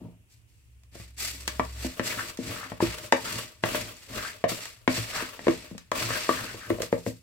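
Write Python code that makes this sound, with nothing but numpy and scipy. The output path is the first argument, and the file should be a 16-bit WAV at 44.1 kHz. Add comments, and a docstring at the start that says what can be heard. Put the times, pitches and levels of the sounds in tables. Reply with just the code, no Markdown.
"""Soft low bumps come first: oiled raw chicken wings roll in a plastic bowl on a kitchen counter.
A wooden spoon turns them, close to a stereo microphone pair and a little to its left. Strokes knock the
bowl and drag wet skin apart in a dense squelch of tiny pops; marinade slurps through gaps and wings
flop back with soft thuds. The bowl booms briefly on the counter and the small kitchen answers.
A low hum swells and stops within the first two seconds; faint room air lies under it all."""
import sys
import numpy as np
from scipy import signal
from scipy.fft import rfft, irfft
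from scipy.io import wavfile

SR = 44100
rng = np.random.default_rng(int(sys.argv[2]) if len(sys.argv) > 2 else 0)


def transcribe(signal):
    """Save signal, clipped to [-1, 1], as a 16-bit WAV file at the path in sys.argv[1]."""
    frames = np.atleast_2d(signal).T
    limited = np.clip(frames, -1, 1)
    pcm = np.round(limited * 32767).astype(np.int16)
    wavfile.write(sys.argv[1], SR, pcm)


N = 318402

# each push of the spoon, or slump of the heap, squeezes the wings: it builds, holds and relaxes
# t/s, rise/s, hold/s, fade/(dB/s), fizz/dB, fizz brightness/dB, pressed marinade/dB, rolling wings/dB
SQUEEZES = [(0.0, 0.0067, 0.074, 205, -80, -5, -63.5, -49), (0.279, 0.046, 0.017, 250, -65.5, 5, -93, -90),
            (0.466, 0.022, 0.027, 36, -81, 11, -88, -82),
            (0.91, 0.042, 0.075, 145, -53.5, -0.5, -73, -58.5),
            (1.163, 0.053, 0.042, 116, -36, 2.5, -75, -57),
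            (1.312, 0.038, .12, -1.5, -53.5, 0.5, -55.5, -59.5),
            (1.752, 0.086, 0.029, 248, -42.5, 0, -50, -48), (2.013, 0.056, .02, 104, -35.5, 0.5, -36, -45),
            (2.145, .04, 0.11, 330, -44.5, 0, -43.5, -49), (2.372, 0.12, 0.016, 118, -40.5, -1, -40.5, -41),
            (2.562, 0.027, 0.11, 160, -52, -2.5, -50.5, -64),
            (2.794, 0.039, 0.024, 91, -38, -3.5, -36, -50.5),
            (2.995, 0.041, 0.026, 300, -50.5, 3, -45.5, -51.5),
            (3.116, 0.19, 0.072, 145, -38, -1, -41, -44),
            (3.621, 0.04, 0.15, 112, -40.5, -1.5, -39.5, -43.5),
            (3.916, 0.067, .05, 150, -53.5, 0, -58, -63), (4.062, .11, 0.01, 179, -42, -2, -36.5, -41),
            (4.192, 0.035, 0.026, 137, -41, -2.5, -46, -51), (4.478, 0.014, .025, 141, -38, 1, -38, -46),
            (4.582, 0.027, 0.053, 157, -44.5, -1.5, -58, -67),
            (4.88, 0.075, 0.022, 143, -34.5, -2, -42, -44.5),
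            (5.02, 0.14, 0.031, 105, -38.5, -3.5, -37, -49.5),
            (5.361, 0.14, 0.023, 80, -45, -3, -50.5, -48), (5.93, 0.064, 0.016, 67, -35, -3.5, -32, -40),
            (6.086, 0.018, 0.021, 42, -35.5, -3.5, -37.5, -64),
            (6.272, .05, 0.033, 49, -40.5, -1.5, -39.5, -43), (6.64, .08, 0.056, 210, -61, 12, -46, -45),
            (6.81, 0.012, .006, 296, -40.5, 2, -54, -48), (6.915, 0.0085, 0.014, 77, -53.5, 4.5, -71, -77),
            (7.049, 0.013, .01, 176, -54.5, 11.5, -88, -65)]
# spectra of rolling wings, pressed marinade and parting skin: f/Hz, level/dB
TUMBLE_COLOUR = [(20, -16), (45, -1), (70, -5.5), (115, -2), (180, -3.5), (280, 1), (500, -14.5),
                 (900, -16), (2500, -61)]
SQUELCH_COLOUR = [(150, -20), (400, -1), (620, 0), (820, -17), (1150, 0.5), (2000, -11), (2800, -1.5),
                  (4500, -13.5), (9000, -14)]
FIZZ_COLOUR = [(300, -4), (1000, -7.5), (2200, 1.5), (3200, -3.5), (4600, -0.5), (6300, -4), (8000, -2),
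               (9800, -11), (14500, -10.5), (16000, -23.5)]
# spectrum of the still kitchen: f/Hz, level/dB
AIR_COLOUR = [(15, -57), (25, -19), (80, -4.5), (92, -8), (114, -3), (141, -22.5), (416, -33.5), (624, -41),
              (1610, -42.5), (2760, -35), (4030, -48.5), (8360, -41.5), (16000, -49)]
# blows of spoon and wings on the bowl; hardness is high for bare wood, low for soft meat
# t/s, knock f/Hz, strength/dB, hardness/dB, boom/dB, height of the knock's ring/dB
BLOWS = [(0.015, 180, 0, -53, -19, 11), (0.04, 170, -8.5, -47, -10, 20), (0.084, 183, -6.5, -48, -36, 16),
         (0.954, 570, -2.5, -18, -10, 9.5), (0.999, 460, 1.5, -37, 3.5, -5),
         (1.478, 1250, 0.5, 10.5, -8, -1), (1.5959, 1080, 18, -7.5, -3, 14),
         (1.846, 282, 23.5, -44.5, -28, -1), (1.9956, 240, 15, -1.5, 2.5, 9.5),
         (2.388, 484, 19, -52, -20, 10.5), (2.719, 970, 8.5, -12, 5, 8.5), (2.804, 950, 8.5, -6, 6, 17.5),
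         (2.824, 357, 20, -34, 9, 15.5), (2.87, 110, 4, -11, 15.5, -1), (3.124, 850, 19.5, 3.5, -11, 12.5),
         (3.132, 480, 15, -17, -18, 14.5), (3.6375, 650, 16, 2, 7, 10.5),
         (3.747, 610, 13.5, -2.5, -13, 2.5), (4.4402, 670, 17, -5.5, 3.5, 14),
         (4.517, 343, 15.5, -28, -6, 4), (4.877, 260, 24, -4, 8, 5), (4.978, 116, 11, -35, 7.5, 11.5),
         (5.223, 315, 8, -31, -20, 4), (5.392, 580, 1, -2, -18, 2), (5.469, 520, 18, -12, 3, 14),
         (5.482, 325, 26, -12, 5, 9.5), (5.712, 178, 8, -41, -7, 9), (5.749, 202, 2.5, -30, -10, 11),
         (5.9172, 1110, 9.5, -0.5, -7, 15), (6.105, 1300, 7.5, -3.5, 6, 9.5),
         (6.2916, 1170, 23, -11.5, -15, 13), (6.544, 440, 1.5, -12, -4, 8.5), (6.703, 356, 13.5, -7, 1, 17),
         (6.723, 428, 11, -45, -2.5, 14), (6.785, 587, 1, -12, -10, 15.5),
         (6.803, 494, 5.5, -10.5, -6, 17.5), (6.831, 506, 0.5, -1, -7, 16.5),
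         (6.9269, 497, 25.5, -18, 3, 8.5), (7.064, 475, 9.5, -8, 3, 14), (7.072, 311, 16.5, -46, 8, 6.5)]
# where a blow's boom, thud, knock, clack and tick lie: f/Hz
PARTS_HZ = [70, 250, 780, 2050, 7000]
# wet skin smacking free of spoon or bowl: t/s, level/dB
SMACKS = [(0.835, -31), (0.999, -21), (1.421, -19), (1.4778, 4.5), (2.373, -11.5), (2.424, -28),
          (2.985, -10), (3.123, 3.5), (4.493, -4), (4.607, -11), (4.655, -7), (5.78, -10.5), (5.9161, -4),
          (6.82, 1), (7.064, -33)]
# a smack's parts relative to its tick: boom/dB, thud/dB, knock/dB, clack/dB
SMACK_PARTS_DB = (-9.5, -10, -1, 4)
# marinade sucked through a gap between wings: t/s, length/s, level/dB, open gap f/Hz
SLURPS = [(2.086, 0.054, -30, 1800), (2.145, 0.1, -31, 1410), (2.467, 0.11, -38.5, 1670),
          (2.538, 0.16, -37.5, 1380), (3.236, 0.09, -35, 1360), (4.123, 0.21, -34.5, 1460),
          (5.106, .16, -31.5, 1240), (6.074, 0.11, -30, 1460), (6.297, .18, -34.5, 1200),
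          (6.456, 0.075, -36, 1770), (6.587, .1, -42.5, 1420)]
# modes of the bowl on the counter: f/Hz, level over the direct blow/dB, t60/s
BOWL_MODES = [(60.9, 10, 0.23), (110, 14.5, 0.16), (170, 10.5, 0.17), (219, -5.5, 0.098), (258.3, 6, 0.19),
              (332.2, 4.5, 0.095), (455, 8, 0.06), (551, 7, 0.13), (618.8, 12.5, 0.08), (925, -1.5, 0.04),
              (1030, -8, 0.01), (1546, -43.5, 0.063), (1950, -4.5, .1)]
# reverberation of the kitchen: f/Hz, t60/s
KITCHEN_DECAY = [(100, 0.39), (220, 0.088), (450, 0.2), (1000, 0.19), (3000, 0.23), (8000, 0.14),
                 (15000, 0.2)]
# balance of the wet sounds at the microphone pair: f/Hz, left minus right/dB
BALANCE = [(200, 2), (400, 3), (700, 3.5), (1400, 5), (3000, 1), (6000, 0.3), (14000, 0.3)]


def amp(db):
    return 10 ** (np.asarray(db) / 20)


def unit(x):
    return x / np.sqrt(np.mean(x ** 2) + 1e-20)


def read(points, hz):
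    """A spectrum table, joined on a log-frequency axis."""
    f, value = np.transpose(points)
    return np.interp(np.log(hz + 1), np.log(f + 1), value)


def add(mix, s, sound):
    part = mix[:, max(round(s * SR), 0):][:, :sound.shape[1]]
    part += sound[:, :part.shape[1]]


def causal(db):
    """The most compact one-sided pulse with this dB spectrum."""
    cepstrum = irfft(np.log(amp(np.maximum(db, -100))))
    half = len(cepstrum) // 2
    cepstrum[1:half] *= 2
    cepstrum[half + 1:] = 0
    return irfft(np.exp(rfft(cepstrum)))[:half]


def ring(x, response):
    return signal.oaconvolve(np.atleast_2d(x), np.atleast_2d(response), axes=1)[:, :N]


def bins(size=4096):
    return np.fft.rfftfreq(size, 1 / SR)


def colour(x, points):
    return ring(x, causal(read(points, bins())))


def wander(per_s):
    """A smooth random drift of unit size."""
    knots = rng.standard_normal(N)
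    return unit(np.interp(np.arange(N) / SR * per_s, np.arange(N), knots))


def diffuse(size):
    """Echoes from all sides: long waves reach both microphones partly alike, short ones do not."""
    spectra = rfft(rng.standard_normal((3, size)))
    spectra /= abs(spectra)
    shared = 0.49 / (1 + (bins(size) / 700) ** 2)
    return irfft(np.sqrt(shared) * spectra[2] + np.sqrt(1 - shared) * spectra[:2]) * np.sqrt(size)


def spot(near_db, near_s, lag_samples=4, size=1024):
    """Path from a place in the bowl: direct sound, later at the right microphone, and wall echoes."""
    t = np.arange(size) / SR
    echoes = diffuse(size) * np.exp(-t / near_s) * (t > .0007)
    # the close echoes carry little bass, keeping each knock's low end steady
    echoes = signal.lfilter(*signal.butter(1, 700, 'high', fs=SR), echoes)
    path = amp(near_db) * echoes / np.linalg.norm(echoes[0])
    path[0, 0] += 1
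    path[1, lag_samples + rng.integers(-1, 2)] += 1
    return path / np.sqrt(1 + amp(near_db) ** 2)


def bowl(x):
    """A push reaches the microphones directly and through the bowl's modes."""
    t = np.arange(SR // 2) / SR
    response = (t == 0) * 1.
    for hz, db, t60 in BOWL_MODES:
        decay = np.log(1000) / t60
        response += amp(db) * 2 * decay / SR * np.exp(-decay * t) * np.cos(2 * np.pi * hz * t)
    return ring(x, response)


def kitchen(x, wet_db, size=22050):
    """The small room's tail behind the close sound, each band dying at its own speed."""
    t = np.arange(size) / SR
    hz, age, bands = signal.stft(diffuse(size), SR, nperseg=256)
    fade = amp(-60 * age / read(KITCHEN_DECAY, hz)[:, None])
    tail = signal.istft(bands * fade, SR, nperseg=256)[1][:, :size]
    tail *= np.clip((t - .004) / 0.0027, 0, 1)  # the first echoes take 4 ms
    return x + ring(x, amp(wet_db) * tail / np.linalg.norm(tail[0]))


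def pops(per_s, spread_db, clump_db, clumps_per_s, near_db, places=12):
    """Tiny films burst around the bowl, mostly small, louder and softer in clumps."""
    size = amp(spread_db * np.minimum(rng.exponential(1, N), 4.5)) * rng.choice([-1, 1], N)
    train = size * (rng.random(N) < per_s / SR) * amp(clump_db * wander(clumps_per_s))
    place = rng.integers(0, places, N)
    paths = [spot(near_db, near_s=0.0045) for _ in range(places)]
    return unit(sum(ring(train * (place == k), path) for k, path in enumerate(paths)))


def squeezing(settle_db=-16.5, settle_db_per_s=50):
    """Gains for fizz, its brightness, marinade and rolling wings; overlapping squeezes add in power."""
    t = np.arange(N) / SR
    power, weighted_bright = np.full((3, N), 1e-12), np.zeros(N)
    for start, rise, hold, fade, fizz_db, bright_db, press_db, roll_db in SQUEEZES:
        at = slice(round(start * SR), round((start + 1) * SR))
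        age = t[at] - start
        relaxed = np.maximum(age - rise - hold, 0)
        settling_db = settle_db - settle_db_per_s * relaxed  # the heap goes on crackling quietly
        effort = np.clip(age / rise, 0, 1) * amp(np.maximum(-fade * relaxed, settling_db))
        parts = (amp([[fizz_db], [press_db], [roll_db]]) * effort) ** 2
        power[:, at] += parts
        weighted_bright[at] += bright_db * parts[0]
    peel, press, roll = np.sqrt(power)
    return peel, amp(weighted_bright / power[0]), press, roll


def tumble(roll):
    """Wings roll and rub against the bowl in soft low bumps."""
    bumps = pops(per_s=500, spread_db=2, clump_db=1.8, clumps_per_s=30, near_db=-4)
    rolling = unit(bowl(colour(bumps, TUMBLE_COLOUR))) * roll
    return amp(1.5) * kitchen(rolling, wet_db=-13)


def squelch(press):
    """Marinade squeezed between the wings: larger pops that ring the bowl."""
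    bursts = pops(per_s=3000, spread_db=1.5, clump_db=6, clumps_per_s=90, near_db=9)
    pressed = unit(bowl(colour(bursts, SQUELCH_COLOUR))) * press
    return kitchen(pressed, wet_db=-5)


def fizz(peel, bright):
    """Oily skin peels apart in thousands of tiny pops a second; thinner films sound brighter."""
    bursts = pops(per_s=6000, spread_db=2.8, clump_db=2, clumps_per_s=120, near_db=5)
    skin = unit(colour(bursts, FIZZ_COLOUR))
    dull = signal.lfilter(*signal.butter(1, 4500, fs=SR), skin)
    tilted = dull / bright + (skin - dull) * bright
    return amp(3) * kitchen(tilted * peel, wet_db=-8.5)


def crackle(peel):
    """Now and then a larger sticky film snaps with its own pitch, also while the spoon is slow."""
    t = np.arange(160) / SR
    snaps = np.zeros((2, N))
    for hz in np.geomspace(3200, 11000, num=6):
        snap = np.exp(-t * hz / 1.5) * np.sin(2 * np.pi * hz * t)
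        bursts = pops(per_s=7, spread_db=1.5, clump_db=2, clumps_per_s=20, near_db=-5, places=2)
        snaps += ring(bursts, snap / np.linalg.norm(snap))
    size = peel / (1 + peel / amp(-47))  # a single snap can only get so loud
    return amp(-7) * kitchen(unit(snaps) * size, wet_db=-7)


def air():
    """Room tone: rumble mostly common to both microphones, hiss separate."""
    mid, side = rng.standard_normal((2, N))
    side = colour(side, [(150, -8), (1500, 2), (4000, 0.5)])
    pair = mid + np.array([[1], [-1]]) * side
    return amp(-59.5) * unit(colour(pair, AIR_COLOUR))


def blow(knock_hz, boom_db, thud_db, knock_db, clack_db, tick_db, ring_db, pan_db,
         clack_hz=1800, clack_ring_db=8, ring_width=0.18):
    """One contact: soft meat gives mostly boom and thud, wood a pitched knock and clack, oil a tick."""
    hz = bins()
    parts_db = (boom_db, thud_db - 0.5, knock_db - 7.5, clack_db - 2, tick_db)
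    shape = [(25, boom_db - 22), *zip(PARTS_HZ, parts_db), (16000, tick_db - 7)]
    ripple = [(1100, 2), (1450, -5), (2200, -1.55), (3600, 0.5), (6000, 3), (8200, 1.3), (10000, -5.5)]
    db = read(shape, hz) + read(ripple, hz)
    for pitch, height_db in ((knock_hz, ring_db), (clack_hz, clack_ring_db)):  # bowl and spoon ring
        detune = 2 * (hz / pitch - 1) / ring_width
        db += 10 * np.log10(1 + (amp(height_db) ** 2 - 1) / (1 + detune ** 2))
    lean_db = pan_db / 2 * hz ** 2 / (hz ** 2 + 350 ** 2)  # bass bends round to both microphones
    pulse = np.array([causal(db + lean_db), causal(db - lean_db)])
    # the wall takes a few cycles to swing up at each pitch
    for pitch in (knock_hz, clack_hz):
        pole = np.exp((-2j - 1) * np.pi * pitch / SR)
        wall = np.poly([pole, pole.conjugate()]).real
        pulse = signal.lfilter(wall[::-1], wall, pulse)
    return ring(pulse, spot(near_db=1, near_s=0.0041))


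def knocks(smack_hz=1200):
    """Spoon and wings strike the bowl, harder contacts sounding brighter; wet skin smacks free."""
    force = np.zeros((2, N))
    for s, hz, db, hard_db, boom_db, ring_db in BLOWS:
        knock_db = db + 0.5 + 0.43 * hard_db  # grows with hardness, less steeply than the clack
        clack_db = db + hard_db
        tick_db = clack_db - 28
        add(force, s, blow(hz, boom_db, db, knock_db, clack_db, tick_db, ring_db, pan_db=4))
    for s, db in SMACKS:
        add(force, s, blow(smack_hz, *np.add(SMACK_PARTS_DB, db), tick_db=db, ring_db=5.5, pan_db=0))
    return amp(-3.5) * kitchen(bowl(force), wet_db=-6)


def hum(start_s=0.58, stop_s=1.93, rise_s=0.08, fall_s=0.065, swell_db_per_s=18):
    """A low hum of two wavering tones swells and stops, dead centre."""
    t = np.arange(N) / SR
    tones = np.zeros(N)
    for hz, db in ((64.3, 5), (108, -6)):
        pitch = hz + 0.34 * wander(5.1)
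        tones += amp(db) * np.sin(2 * np.pi * np.cumsum(pitch) / SR)
    gate = np.clip(np.minimum((t - start_s) / rise_s, (stop_s - t) / fall_s), 0, 1)
    return unit(tones) * amp(-60.5 + swell_db_per_s * (t - start_s)) * gate


def resonate(x, hz, width_hz=700):
    """A resonance of gain about 1 that follows the curve hz."""
    turn = np.exp(2j * np.pi * np.cumsum(hz) / SR)
    radius = np.exp(-np.pi * width_hz / SR)
    return 2 * (turn * signal.lfilter([1 - radius], [1, -radius], x / turn)).real


def slurps():
    """Pops ring a trembling air gap that opens and shuts in one arch: louder and lower when wide."""
    drive = pops(per_s=3000, spread_db=0, clump_db=4.5, clumps_per_s=160, near_db=0)
    tremble = 2 ** (.24 * wander(130))
    sucked = np.zeros((2, N))
    for s, length, db, hz in SLURPS:
        at = np.arange(round(s * SR), round((s + length) * SR))
        opening = np.sin(np.linspace(0, np.pi, len(at)))
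        pitch = hz * (1 + .15 * (1 - opening)) * tremble[at]
        gap = resonate(resonate(drive[:, at], pitch), pitch)
        add(sucked, s, unit(gap) * amp(db) * opening)
    return amp(-6) * kitchen(sucked, wet_db=-2)


def scene():
    """At the counter: wet sounds close up and a little to the left, with knocks, hum and room tone."""
    peel, bright, press, roll = squeezing()
    wet = fizz(peel, bright) + crackle(peel) + squelch(press) + slurps() + tumble(roll)
    lean_db = read(BALANCE, bins()) / 2
    return knocks() + ring(wet, [causal(lean_db), causal(-lean_db)]) + hum() + air()


def record(dry):
    """The microphone signals clip just under full scale, then pass a 16 kHz band limit."""
    lowpass = signal.firwin(401, 16000, window=("kaiser", 9), fs=SR)
    return signal.oaconvolve(np.clip(dry, -.9, .9), lowpass[None], "same", axes=1)


dry = scene()
out = record(dry)
transcribe(out)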